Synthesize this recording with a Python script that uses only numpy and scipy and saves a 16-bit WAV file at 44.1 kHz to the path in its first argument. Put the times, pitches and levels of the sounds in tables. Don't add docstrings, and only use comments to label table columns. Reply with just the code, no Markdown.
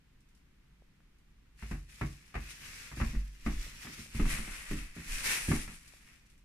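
import sys
import numpy as np
from scipy import signal
from scipy.fft import rfft, irfft, next_fast_len
from scipy.io import wavfile
from scipy.ndimage import map_coordinates

SR = 44100
rng = np.random.default_rng(int(sys.argv[2]) if len(sys.argv) > 2 else 0)


def bounce(signal):
    frames = np.transpose(np.atleast_2d(signal))
    limited = np.clip(frames, -1, 1)
    pcm = np.round(limited * 32767).astype(np.int16)
    wavfile.write(sys.argv[1], SR, pcm)


N = 284092

# f/Hz, level/dB per Hz
CREASE_SPECTRUM = [(900, -32), (2000, -9.5), (3300, -3.5), (4200, -4), (5700, -1), (6800, -3.5), (7700, -1),
                   (8400, -6), (9300, -1.6), (10200, -5.5), (11500, -6.5), (13000, -13), (15200, -19.5)]


def amp(db):
    return 10 ** (np.asarray(db) / 20)


def unit(x):
    return x / np.sqrt(np.mean(x ** 2) + 1e-20)


def along(points, hz):
    f, v = np.transpose(points)
    return np.interp(np.log(hz + 1), np.log(f + 1), v)


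def wobble(rate):
    knots = rng.standard_normal(int(N * rate / SR) + 4)
    return map_coordinates(knots, [np.arange(N) * rate / SR])


def swell(s, hold, rise_db_per_s, fall_db_per_s):
    t = np.arange(N) / SR - s
    rise_db = np.minimum(rise_db_per_s * t, 0)
    fall_db = fall_db_per_s * np.maximum(t - hold, 0)
    return amp(np.maximum(rise_db - fall_db, -150))


def filtered(x, response):
    n = x.shape[-1]
    m = next_fast_len(n + 8192)
    return irfft(rfft(x, m) * response(np.fft.rfftfreq(m, 1 / SR)), m)[..., :n]


def spread(pair, spectrum):
    # f/Hz, left-right correlation
    likeness = [(40, .999), (150, 0.93), (300, 0.74), (650, -0.57), (1250, 0.55), (2100, -0.035),
                (10000, -0.062)]

    def mid_side_gains(hz):
        angle = np.arccos(np.clip(along(likeness, hz), -1, 1)) / 2
        return amp(along(spectrum, hz)) * np.array([np.cos(angle), np.sin(angle)])

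    mid, side = filtered(pair, mid_side_gains)
    return unit(np.array([mid + side, mid - side]))


def noise(spectrum, size):
    return spread(rng.standard_normal((2, size)), spectrum)


def add(track, s, sound):
    part = track[:, max(round(s * SR), 0):][:, :sound.shape[-1]]
    part += sound[..., :part.shape[1]]


def in_room(x, wet_db, count=48):
    # f/Hz, t60/s
    room_decay = [(100, 0.052), (500, 0.38), (2000, 0.34), (6000, 0.39), (14000, 0.34)]
    out, hop = np.zeros((2, N)), N // count
    padded = np.pad(x, ((0, 0), (0, 2 * hop)))
    for start in range(0, N, hop):
        hz, t, bins = signal.stft(rng.standard_normal((2, SR // 3)), SR, nperseg=256)
        fading = bins * amp(-60 * t / along(room_decay, hz)[:, None])
        tail = signal.istft(fading, SR, nperseg=256)[1]
        tail = tail / np.linalg.norm(tail[0])
        add(out, start / SR, signal.fftconvolve(padded[:, start:start + hop], tail, axes=1))
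    return (x + amp(wet_db) * out) / np.hypot(1, amp(wet_db))


def background():
    # f/Hz, level/dB per Hz
    quiet = [(10, -6.5), (28, 2), (40, -4), (55, 2.5), (85, -15.5), (120, -10), (160, -9.5), (250, -17),
             (630, -31), (1300, -30), (2100, -27), (3800, -34.5), (8400, -42), (15500, -46.5)]
    return amp(-62.5) * noise(quiet, size=N)


def rug(motion_db):
    # f/Hz, level/dB per Hz
    rubbing = [(30, -14), (75, -0.5), (130, -3), (260, -8), (500, -28), (1500, -60)]
    middling_db, db_per_motion_db = -63.5, 0.59
    level_db = middling_db + db_per_motion_db * (motion_db + 55) + 1.15 * wobble(18)
    return noise(rubbing, size=N) * amp(level_db)


def draught(motion_db):
    # t/s, level/dB
    gusts = [(3.02, -35.5), (3.153, -32.5), (3.47, -36.5), (3.57, -34.5), (4.225, -24), (4.383, -32),
             (4.5, -51), (4.735, -28.5), (5.123, -33), (5.515, -27.5)]
    puffs = sum(amp(db) * swell(s, 0, rise_db_per_s=335, fall_db_per_s=129) for s, db in gusts)
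    stir_db = -7.5
    flow = np.hypot(puffs, amp(stir_db + motion_db))
    push_hz = 27 * amp(2.2 * wobble(25))
    push = np.sin(2 * np.pi * np.cumsum(push_hz) / SR)
    rumble = noise([(10, 8), (34, 12.0), (60, -19), (120, -12.5), (300, -18.5), (900, -77)], size=N)
    return flow * (push + rumble * amp(-5))


def ticks():
    # t/s, level/dB, f/Hz
    contacts = [(0.822, -49, 510), (1.005, -51, 1450), (3.666, -46, 468), (4.061, -49.5, 560),
                (5.937, -47, 620)]
    out, t = np.zeros((2, N)), np.arange(SR // 20) / SR
    for s, db, hz in contacts:
        add(out, s, amp(db) * np.sin(2 * np.pi * hz * t) * np.exp(-1.8 * hz * t))
    return out


def burst(spectrum, t60, room_db, room_t60):
    t = np.arange(SR // 2) / SR
    direct = amp(-60 * t / t60)
    echo = amp(room_db - 60 * t / room_t60)
    onset = 1 - np.exp(-t / 0.00064)
    return noise(spectrum, size=len(t)) * np.hypot(direct, echo) * onset


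def ring(modes, rise, vary_db, room_db, room_t60):
    t = np.arange(SR // 2) / SR
    hz, db, t60 = np.transpose(modes)[:, :, None]
    detune, start, strength = rng.standard_normal((3, len(modes), 1))
    phase = 2 * np.pi * hz * (1 + 0.025 * detune) * t + 1.69 * start
    direct = np.sum(amp(db + vary_db * strength - 60 * t / t60) * np.sin(phase), axis=0)
    low, high = modes[0][0], modes[-1][0]
    below = [(low / 2, -90), (low * 0.61, -9)]
    above = [(high * 1.72, -22), (high * 5, -90)]
    colour = below + [row[:2] for row in modes] + above
    echo = noise(colour, size=len(t)) * amp(room_db - 60 * t / room_t60)
    return (direct / np.std(direct[:SR // 30]) + echo) * (1 - np.exp(-t / rise))


def blows():
    # t/s, force/dB, push f/Hz, contact hardness/dB
    strikes = [(1.624, -38.5, 68, -12), (1.712, -31, 91, -13.5), (2.012, -29.5, 126, -10),
               (2.342, -53.5, 200, 8.5), (2.352, -33, 90, -8), (2.915, -43.5, 100, -7),
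               (2.971, -36, 95, -15), (3.0, -38, 119, -3.5), (3.012, -27.5, 110, -12),
               (3.135, -43, 220, -20), (3.149, -30, 44, -23.5), (3.463, -32.5, 205, -7),
               (3.466, -37.5, 45.4, -30), (3.849, -49, 262, -0.5), (3.87, -49.5, 202, -1.5),
               (3.978, -45.5, 130, -14), (4.148, -32, 79, -35), (4.196, -27, 142, -14),
               (4.254, -36.5, 131, -9), (4.329, -45.5, 250, -2), (4.384, -45, 179, -3),
               (4.477, -49.5, 184, 0.5), (4.712, -32, 175, -15), (4.965, -42, 175, -12),
               (5.484, -25.5, 162, -24), (5.515, -29, 196, -8), (5.677, -49, 277, -1)]
    # f/Hz, level/dB, t60/s
    floor = [(69.4, 0, 0.43), (86.3, -5, 0.29), (118.6, -0.5, 0.21), (138, 2, 0.27), (146, -17, 0.69)]
    # f/Hz, level/dB, t60/s
    boards = [(167, -0.5, 0.26), (189.2, -7, 0.15), (220.8, 4, 0.19), (261.7, -2, 0.17), (305.8, -8, 0.3),
              (364.8, -9.5, 0.186), (403.8, -11, 0.18)]
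    # f/Hz, level/dB, t60/s
    frame = [(533, -3, 0.011), (743, 0.5, 0.022), (920, -4, 0.055), (1135, 1, 0.012), (1196, -1, 0.043),
             (1315, -4, 0.078), (1475, -17, 0.054)]
    # f/Hz, level/dB per Hz
    slapping = [(300, -2), (650, -7.5), (1100, -9), (1600, 5), (2100, 5.5), (2650, -1.5), (3200, -14),
                (4000, -14.5), (6000, -19), (14000, -32)]
    best_hz = np.array([47.3, 123.5, 236])
    mismatch_db_per_octave = 8
    knock_grows = 0.32
    slap_left_db = 0.5
    out, t = np.zeros((2, N)), np.arange(SR // 2) / SR
    for s, force_db, push_hz, hardness_db in strikes:
        octaves = np.abs(np.log2(best_hz / push_hz))
        boom_db, thump_db, thud_db = force_db - mismatch_db_per_octave * octaves
        contact_db = force_db + hardness_db
        knock_db = contact_db + knock_grows * (contact_db + 45)
        slap_db = contact_db + slap_left_db * np.array([[.5], [-.5]])
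        shove_hz = 190 * (1 + rng.normal(0, 0.2))
        shove = -np.sin(2 * np.pi * shove_hz * t) * amp(-60 * t / 0.027)
        boom_hz = 49.5 * (1 + rng.normal(0, 0.0435))
        boom = np.sin(2 * np.pi * boom_hz * t) * amp(-60 * t / 0.45) * (1 - np.exp(-t / 0.01))
        thump = ring(floor, rise=0.0075, vary_db=2.3, room_db=-7.5, room_t60=0.33)
        thud = ring(boards, rise=0.0057, vary_db=2.5, room_db=-6.5, room_t60=0.33)
        knock = ring(frame, rise=0.00051, vary_db=5.0, room_db=5.5, room_t60=0.23)
        slap = burst(slapping, t60=0.023, room_db=-3.0, room_t60=0.21)
        add(out, s, amp(thud_db + 9.5) * shove)
        add(out, s, amp(boom_db + 8.5) * boom)
        add(out, s, amp(thump_db - 2.5) * thump)
        add(out, s, amp(thud_db + 1.0) * thud)
        add(out, s, amp(knock_db - 10.0) * knock)
        add(out, s, amp(slap_db + 3.0) * slap)
    return out


def snaps():
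    # t/s, level/dB
    clicks = [(0.205, -61), (0.2877, -61), (0.349, -58), (0.3744, -62), (1.1847, -64), (1.5948, -53),
              (1.71, -47), (4.9651, -51), (5.877, -43.5), (6.2995, -53.5), (6.378, -57)]
    out = np.zeros((2, N))
    for s, db in clicks:
        click = burst(CREASE_SPECTRUM, t60=0.016, room_db=-7.5, room_t60=0.2)
        add(out, s, amp(db - 6.5) * click)
    return out


def crumpling():
    # t/s, hold/s, level/dB, broad panels over creases/dB
    moves = [(1.628, 0.0087, -60, 1), (1.678, 0.053, -62, -3.5), (1.921, 0.2, -60.5, -2),
             (2.18, 0.23, -69, .5), (2.426, 0.1, -57, -1), (2.618, 0.24, -54.5, -1),
             (2.974, 0.13, -55, -1.5), (3.19, 0.23, -65.5, -1.5), (3.46, 0.56, -55, -2.5),
             (4.147, 0.15, -53, 1), (4.29, 0.056, -47.5, 3), (4.483, 0.31, -55.5, 3),
             (4.977, 0.038, -59.5, 4), (5.093, 0.16, -47.5, -0.5), (5.27, 0.029, -38.5, 1.5),
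             (5.403, 0.17, -48, 0.5), (5.709, 0.0095, -58.5, -1), (5.858, 0.27, -67.5, 2),
             (6.214, 0.097, -78.5, 2.5)]
    rest_db = -92.5
    creases, panels = np.full((2, N), amp(rest_db) ** 2)
    for s, hold, db, flutter_db in moves:
        power = (amp(db) * swell(s, hold, rise_db_per_s=285, fall_db_per_s=112)) ** 2
        creases += power
        panels += power * amp(flutter_db) ** 2
    return 10 * np.log10(creases), 10 * np.log10(panels)


def buckles(rate, scatter_db):
    happens = rng.random(N) < rate / SR
    sizes = amp(scatter_db * np.clip(rng.standard_normal(N), -2, 2))
    return happens * sizes * rng.standard_normal((2, N)) / np.sqrt(rate / SR)


def bag(motion_db, panel_db):
    # t/s, lift of the sheen/dB
    turning = [(1.8, -2), (3.9, -5), (4.4, 4), (4.8, 1), (5.15, -0.5), (5.5, 4), (6.2, -2)]
    # f/Hz, level/dB per Hz
    panel_spectrum = [(200, -18), (450, -11.5), (750, -13.5), (1150, -8), (1500, -4.5), (1850, 0.8),
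                      (2600, 0.1), (3200, -10.5), (4500, -14), (9000, -28)]
    turn_s, lift_db = np.transpose(turning)
    sheen_db = np.interp(np.arange(N) / SR, turn_s, lift_db)
    rate = 7000 * amp(.6 * (motion_db + 55))
    clumps = wobble(45)
    fine_db = motion_db + 2.5 + 2.0 * clumps + 0.12 * wobble(110)
    fine = spread(buckles(rate, scatter_db=-0.5), CREASE_SPECTRUM) * amp(fine_db)
    stiff = spread(buckles(0.022 * rate, scatter_db=4), CREASE_SPECTRUM) * amp(motion_db - 10)
    creases = fine + stiff
    beamed = filtered(creases, lambda hz: np.exp(-((hz - 9600) / 2700) ** 2))
    sheen = beamed * (amp(sheen_db) - 1)
    flutter_db = panel_db + 3.5 + 1.3 * clumps + 0.58 * wobble(30)
    panels = spread(buckles(.6 * rate, scatter_db=1.5), panel_spectrum) * amp(flutter_db)
    return in_room(creases + sheen + panels, wet_db=-3.0)


def scene():
    # f/Hz, left minus right/dB
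    balance = [(300, -.5), (700, 0), (1400, 2), (2000, 0), (2700, 5.5), (4300, -1), (6000, -2.5),
               (7900, 2.5), (9400, 10.5), (10500, 0.5), (11700, -5), (13000, -5.5), (15000, 2)]
    motion_db, panel_db = crumpling()
    cat = rug(motion_db) + draught(motion_db) + ticks() + blows()
    action = cat + snaps() + bag(motion_db, panel_db)
    left_right = np.array([[.5], [-.5]])
    return background() + filtered(action, lambda hz: amp(along(balance, hz) * left_right))


def record(dry):
    top_hz = 15350
    return filtered(dry, lambda hz: hz < top_hz)


dry = scene()
out = record(dry)
bounce(out)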